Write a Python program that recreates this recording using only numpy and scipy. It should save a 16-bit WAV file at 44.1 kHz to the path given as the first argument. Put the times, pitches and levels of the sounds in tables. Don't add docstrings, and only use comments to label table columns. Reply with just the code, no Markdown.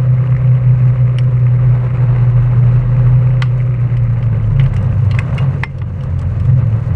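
import sys
import numpy as np
from scipy import signal
from scipy.fft import rfft, irfft, next_fast_len
from scipy.io import wavfile
from scipy.ndimage import uniform_filter1d

SR = 44100
rng = np.random.default_rng(int(sys.argv[2]) if len(sys.argv) > 2 else 0)


def waveform_to_disk(signal):
    frames = np.transpose(np.atleast_2d(signal))
    scaled = np.clip(frames, -1, 1) * 32767
    samples = np.round(scaled).astype(np.int16)
    wavfile.write(sys.argv[1], SR, samples)


N = 306495

# t/s, firing rate f/Hz, mean level/dB of the firing order,
# mean level/dB of the crankshaft order above it
ENGINE_COURSE = [(0.0, 125.4, -14.5, -25), (0.08, 125.7, -9, -25.5), (.45, 125.5, -9, -26),
                 (1.39, 123.4, -11, -35), (2.59, 121, -10, -29.5), (3.0, 123, -9, -29),
                 (3.31, 125.1, -9.5, -25), (3.72, 122.4, -12, -36), (4.11, 116.9, -13, -26),
                 (4.45, 109.7, -11.5, -24), (4.62, 105.1, -19.5, -10), (4.8, 98.22, -18.5, -23.5),
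                 (5.03, 101.4, -11.5, -15.5), (5.3, 97.57, -23.5, -18.5), (5.54, 94.56, -21, -27),
                 (5.7, 89.43, -26.5, -35), (5.82, 90.84, -15.5, -12.5), (6.0, 89.43, -22, -27),
                 (6.16, 88.1, -12, -24.5), (6.57, 88.25, -19.5, -9), (6.79, 88.46, -35, -15),
                 (6.95, 91.6, -13, -17)]
# t/s, relative grinding level/dB, gain/dB of its part under 600 Hz,
# rumble level/dB, level/dB of the shaken panel
ROLLING_COURSE = [(0, -36.5, 1.5, -26.5, -44.5), (1.4, -38, 1, -23.5, -26.5),
                  (1.8, -34.5, -1.5, -24.5, -27.5), (3.05, -34, -2, -21, -28.5),
                  (3.5, -38.5, 3.5, -26, -41.5), (4.42, -38, -2, -18.5, -29.5), (4.66, -37, -2, -23, -18.5),
                  (4.85, -37, -3, -15.5, -18.5), (5.1, -36.5, -6, -20.5, -24),
                  (5.35, -31.5, -18, -17.5, -16), (5.62, -39, 8, -21, -22), (5.9, -36.5, -1.5, -18.5, -23),
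                  (6.2, -35, -5.5, -17.5, -15), (6.5, -36.5, -0.5, -18.5, -12.5),
                  (6.95, -38.5, -3, -21.5, -32)]


def amp(db):
    return 10 ** (np.asarray(db) / 20)


def evened(x):
    return x / np.sqrt(np.mean(x ** 2) + 1e-20)


def read(points, hz):
    f, value = np.transpose(points)
    return np.interp(np.log(hz + 1), np.log(f + 1), value)


def columns(rows):
    s, *rest = np.transpose(rows)
    return [np.interp(np.arange(N) / SR, s, c) for c in rest]


def coloured(x, points):
    size = next_fast_len(len(x))
    gain = amp(read(points, np.fft.rfftfreq(size, 1 / SR)))
    return irfft(rfft(x, size) * gain, size)[:len(x)]


def wander(top_hz):
    count, rate_hz = 4096, 500
    steps = rng.standard_normal(count)
    hz = np.fft.rfftfreq(count, 1 / rate_hz)
    slow = irfft(rfft(steps) * np.exp(-(hz / top_hz) ** 2))
    return evened(np.interp(np.arange(N) / SR, np.arange(count) / rate_hz, slow))


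def tone(hz, rough, rough_hz):
    phase = 2 * np.pi * np.cumsum(hz) / SR + 2 * np.pi * rng.random()
    fuzz = wander(rough_hz) * np.cos(phase) + wander(rough_hz) * np.sin(phase)
    return np.sqrt(2 * np.clip(1 - rough ** 2, 0, 1)) * np.sin(phase) + rough * fuzz


def grains(rate, spread_db, cap):
    size = amp(spread_db * np.minimum(rng.exponential(1, N), cap))
    return size * (rng.random(N) < rate / SR)


def decay(count, t60_s):
    return amp(-60 * np.arange(count) / SR / t60_s)


def engine():
    low_orders = {2: -31.5, 3: -36}
    # f/Hz, width/Hz, level/dB
    cabin_modes = [(364.4, 7.4, -38), (522.6, 26, -39.5)]
    hz, *levels_db = columns(ENGINE_COURSE)
    crank_hz = hz / 4
    flutter_db = 0.46 * wander(24)
    out = np.zeros(N)
    for order, db in zip((4, 5), levels_db):
        out += amp(db + flutter_db) * tone(order * crank_hz, rough=0.31, rough_hz=16.0)
    for order, db in low_orders.items():
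        out += amp(db) * tone(order * crank_hz, rough=0.86, rough_hz=5.3)
    slowing = (hz / 125) ** 24.0
    for order in range(11, 20):
        lift = sum(amp(db) * np.exp(-((order * crank_hz - f) / width) ** 2) for f, width, db in cabin_modes)
        out += lift * slowing * tone(order * crank_hz, rough=0.12, rough_hz=4.4)
    return out


def drive_shaft():
    # t/s, beat f/Hz, level/dB
    shaft_course = [(0, 40.9, -32), (.9, 40.8, -31), (3.1, 39.1, -26), (4.2, 37.15, -28.5),
                    (4.75, 34.7, -22.5), (4.95, 32.1, -33), (6.95, 33.2, -47)]
    hz, db = columns(shaft_course)
    return amp(db) * tone(hz, rough=0.91, rough_hz=4)


def body_panel():
    panel_db = columns(ROLLING_COURSE)[-1]
    return amp(panel_db) * tone(np.full(N, 133), rough=.88, rough_hz=7)


def clatter():
    hz = columns(ENGINE_COURSE)[0]
    firings = np.cumsum(hz) / SR
    strength = amp(4.3 * rng.standard_normal(1000))[firings.astype(int)]
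    puffs = strength * np.exp(-(firings % 1) / 0.21) * rng.standard_normal(N)
    # f/Hz, relative level/dB
    metal = [(500, -46.5), (900, -16.5), (1250, 9.0), (1500, -8.5), (2050, 6.0), (2450, 0.0),
             (2850, -13.0), (3400, -28.5), (8000, -30.0), (15000, -61)]
    return amp(-44.5) * (hz / 125) ** 2.4 * evened(coloured(puffs, metal))


def gravel_grind():
    # f/Hz, relative level/dB per Hz
    grind_spectrum = [(150, -26), (270, -4.5), (365, -3.5), (454, -5), (530, -5.5), (700, -14), (894, -9),
                      (1270, -16.5), (1460, -16.5), (2000, -16.5), (2400, -24.5), (2850, -24.5),
                      (3300, -37), (4300, -37.5), (5000, -48), (6500, -48), (8200, -49), (10000, -57),
                      (13000, -63), (16000, -82)]
    grind_db, low_db, _, _ = columns(ROLLING_COURSE)
    hits = grains(1200, spread_db=2.0, cap=5) * rng.choice([-1., 1.], N)
    rattle = rng.standard_normal(400) * decay(400, t60_s=0.022)
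    bed = evened(signal.oaconvolve(hits, rattle)[:N]) + rng.standard_normal(N)
    clumps = amp(1.3 * wander(15.0))
    grind = evened(coloured(bed * clumps, grind_spectrum))
    low = signal.sosfilt(signal.butter(2, 600, fs=SR, output="sos"), grind)
    grind = grind + (amp(low_db) - 1) * low
    return amp(grind_db + 1.5) * grind


def gravel_rumble():
    # f/Hz, relative level/dB per Hz
    rumble_spectrum = [(14, -22), (24, -7.5), (70, 0), (105, 2.5), (140, 9.5), (165, 2.5), (190, -3),
                       (250, -11.5), (370, -29), (520, -14), (750, -38), (2000, -120)]
    rumble_db = columns(ROLLING_COURSE)[2]
    lumpy = rng.standard_normal(N) * amp(0.82 * wander(3.8))
    return amp(rumble_db) * evened(coloured(lumpy, rumble_spectrum))


def grit_ticks():
    # t/s, mean rate/(ticks per s)
    grit_course = [(0, 12), (4.4, 24), (4.7, 100), (5.6, 160), (6.95, 88)]
    hits = grains(columns(grit_course)[0], spread_db=1.0, cap=4)
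    rattle = rng.standard_normal(900) * decay(900, t60_s=0.11)
    # f/Hz, relative level/dB
    bodywork = [(800, -45.0), (2500, -0.5), (4300, -7.0), (8000, -13.0), (11000, -23.0), (15000, -52.5)]
    return amp(-63) * evened(coloured(signal.oaconvolve(hits, rattle)[:N], bodywork))


def crunch():
    # t/s, mean rate/(cracks per s)
    crunch_course = [(0, 36), (4.4, 43), (4.65, 60), (5.1, 89), (5.45, 99), (5.65, 45), (6.95, 25)]
    cracks = grains(columns(crunch_course)[0], spread_db=1.7, cap=4)
    bursts = signal.oaconvolve(cracks, decay(1200, t60_s=0.028))[:N] * rng.standard_normal(N)
    # f/Hz, relative level/dB
    spectrum = [(250, -27), (500, 2), (800, 1.0), (1300, -0.5), (2100, -6.0), (2900, -3.5),
                (3500, -26.0), (8000, -39.5), (15000, -65.5)]
    return amp(-50) * evened(coloured(bursts, spectrum))


def stones():
    # (f/Hz, gain/dB)
    stone_hits = [(0.175, -32, 12, 5, -18.5, []), (0.2394, -27.5, 16, 9, -33, []),
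                  (0.3212, -24.5, 18, 8, -26, []), (0.365, -21.5, -5, 14, -5, []),
                  (1.1846, -13.5, -5, 0.5, -9, [(2930, 12), (2040, -14), (3203, 5), (5480, 24),
                  (9100, 35)]), (2.1616, -21, 19, 13, -7, []), (3.0643, -22, 19, 5.5, -23, []),
                  (3.4205, -5, -1, -5.5, -17, [(1174, 6), (1432, 7), (2930, 4), (3700, 11), (3900, 19),
                  (4330, 13), (4700, 18), (2040, 4), (7700, 20.5)]), (3.9684, -26, -8, -1.5, -8, []),
                  (4.226, -27.5, -9, -1, -15, []), (4.596, -15, -8, -5, -52, []),
                  (4.609, -23, -5, 0.5, -35, []), (4.633, -38.5, 0, -6, 14, []),
                  (4.661, -22, 7.5, -2.5, -19, []), (4.7348, -28, -1, 9, -15, []),
                  (4.739, -34.5, 3, -4, 11, []), (4.764, -24.5, -11, -4, -1.5, [(2815, 21)]),
                  (4.8255, -36.5, -8, -7, 1, []), (5.1108, -19, -17, -5, -4, [(4330, 25), (3900, 20),
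                  (4090, 29), (3203, 5)]), (5.116, -20.5, -4, -9, -28, [(2815, 20), (2283, 15)]),
                  (5.14, -22.5, 24, -2, -17, []), (5.147, -20, 8, -1, -12, []),
                  (5.162, -29, 10, -3, -3, []), (5.1878, -7.5, 0, 11, -1.5, [(2536, 17)]),
                  (5.202, -20.5, 32, -2, -20, []), (5.327, -20, 16, 0, -23, []),
                  (5.347, -36, -7, -9, 10, []), (5.379, -16.5, -8, -6, -1, [(2190, 27), (2800, 33),
                  (4090, 19)]), (5.385, -16.5, 9, -1, -16, [(2536, 17), (3440, 23)]),
                  (5.6344, 0, 2, 3, -14.5, [(904, 13.5), (1771, 12), (2089, 14.5), (5340, 17)]),
                  (5.7835, -30, 0, -25, -10, []), (5.816, -18.5, 11, -2, -29, []),
                  (6.008, -25.5, 0, -3.5, -13, []), (6.034, -29, 6, -17, -2, []),
                  (6.19, -31, -3, -14, 2, []), (6.214, -35, -13, -26, 8, []),
                  (6.399, -29, -2, -10, -7.5, [(4090, 22)]), (6.452, -31.5, 8, -2, 1, [])]
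    # f/Hz, relative level/dB, decay time t60/s
    underside_modes = [(904, -6, .04), (1077, -6, .055), (1174, -9, .07), (1432, -10, .055),
                       (1771, -8, .022), (1900, 1, .016), (2040, 6, .018), (2089, -27, .18),
                       (2190, -18, .05), (2283, -14, .03), (2536, -14, .03), (2770, -30, .1),
                       (2815, -31, .16), (2930, -8, .015), (3203, -6, .022), (3440, -18, .05),
                       (3700, -16, .02), (3900, -18, .018), (4090, -26, .06), (4330, -16, .035),
                       (4700, -18, .016), (5340, -22, .075), (5480, -16, .03), (5950, -12, .018),
                       (7700, -16, .012), (9100, -14, .012)]
    crack_t60_s, scatter_db, scatter_t60_s = 0.023, -27.5, 0.25
    bounce_gap_s, bounce_loss_db = 0.0044, -14.5
    length = 8192
    out, t = np.zeros(N + length), np.arange(length) / SR
    hz, db, t60 = (c[:, None] for c in np.transpose(underside_modes))
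    crack_decay = amp(-60 * t / crack_t60_s) + amp(scatter_db - 60 * t / scatter_t60_s)
    rise = 1 - np.exp(-t / 0.0015)
    for s, peak_db, low_db, mid_db, high_db, sings in stone_hits:
        spot, phase, beat = rng.random((3, len(hz), 1))
        # f/Hz, relative level/dB
        colour = [(500, low_db - 32.5), (780, low_db - 8.5), (1150, low_db - 5.5), (2000, mid_db),
                  (2900, -0.5), (3600, high_db / 5 - 10), (5400, high_db / 2 - 10), (6600, high_db - 15),
                  (8000, high_db - 11.0), (11000, high_db - 26.0), (15000, high_db - 39.0)]
        sing_db = sum(gain_db * np.exp(-((f / hz - 1) / .02) ** 2) for f, gain_db in sings)
        ring_db = db + sing_db + read(colour, hz) + 6 * (spot - .5) - 60 * t / t60
        throb = 1 + .35 * np.cos(2 * np.pi * 70 * (.5 + beat) * t)
        ring = (amp(ring_db) * throb * np.sin(2 * np.pi * (hz * t + phase))).sum(0)
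        crack = rise * coloured(rng.standard_normal(length), colour) * crack_decay
        knock = rise * amp(-13) * ring + crack
        delays_s = bounce_gap_s * (0.32 + rng.random(3).cumsum())
        for delay_s, change_db in zip(delays_s, bounce_loss_db * np.arange(1, 4)):
            late = round(delay_s * SR)
            knock[late:] += amp(change_db) * crack[:-late]
        at = round(s * SR)
        out[at:at + length] += amp(peak_db) * knock / abs(knock).max()
    return out[:N]


def scene():
    vehicle = engine() + drive_shaft() + body_panel() + clatter()
    gravel = gravel_grind() + gravel_rumble() + grit_ticks() + crunch()
    return (vehicle + gravel + stones())[None]


def record(dry):
    knocks = signal.sosfilt(signal.butter(2, 600, "high", fs=SR, output="sos"), dry[0])
    power_db = 10 * np.log10(abs(uniform_filter1d(knocks ** 2, size=200)) + 1e-12)
    fall_db = np.arange(N) * 7.9 / SR
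    wanted_db = 1.365 * (power_db + 16.0)
    held_db = np.maximum(np.maximum.accumulate(wanted_db + fall_db) - fall_db, 0)
    lag = np.exp(-1 / (.022 * SR))
    ducked = dry / amp(signal.lfilter([1 - lag], [1, -lag], held_db))
    padded = np.pad(ducked, ((0, 0), (255, 255)), "reflect", reflect_type="odd")
    low_pass = signal.firwin(511, 15700, window=("kaiser", 9), fs=SR)
    return signal.oaconvolve(padded, low_pass[None], "valid")


dry = scene()
out = record(dry)
waveform_to_disk(out)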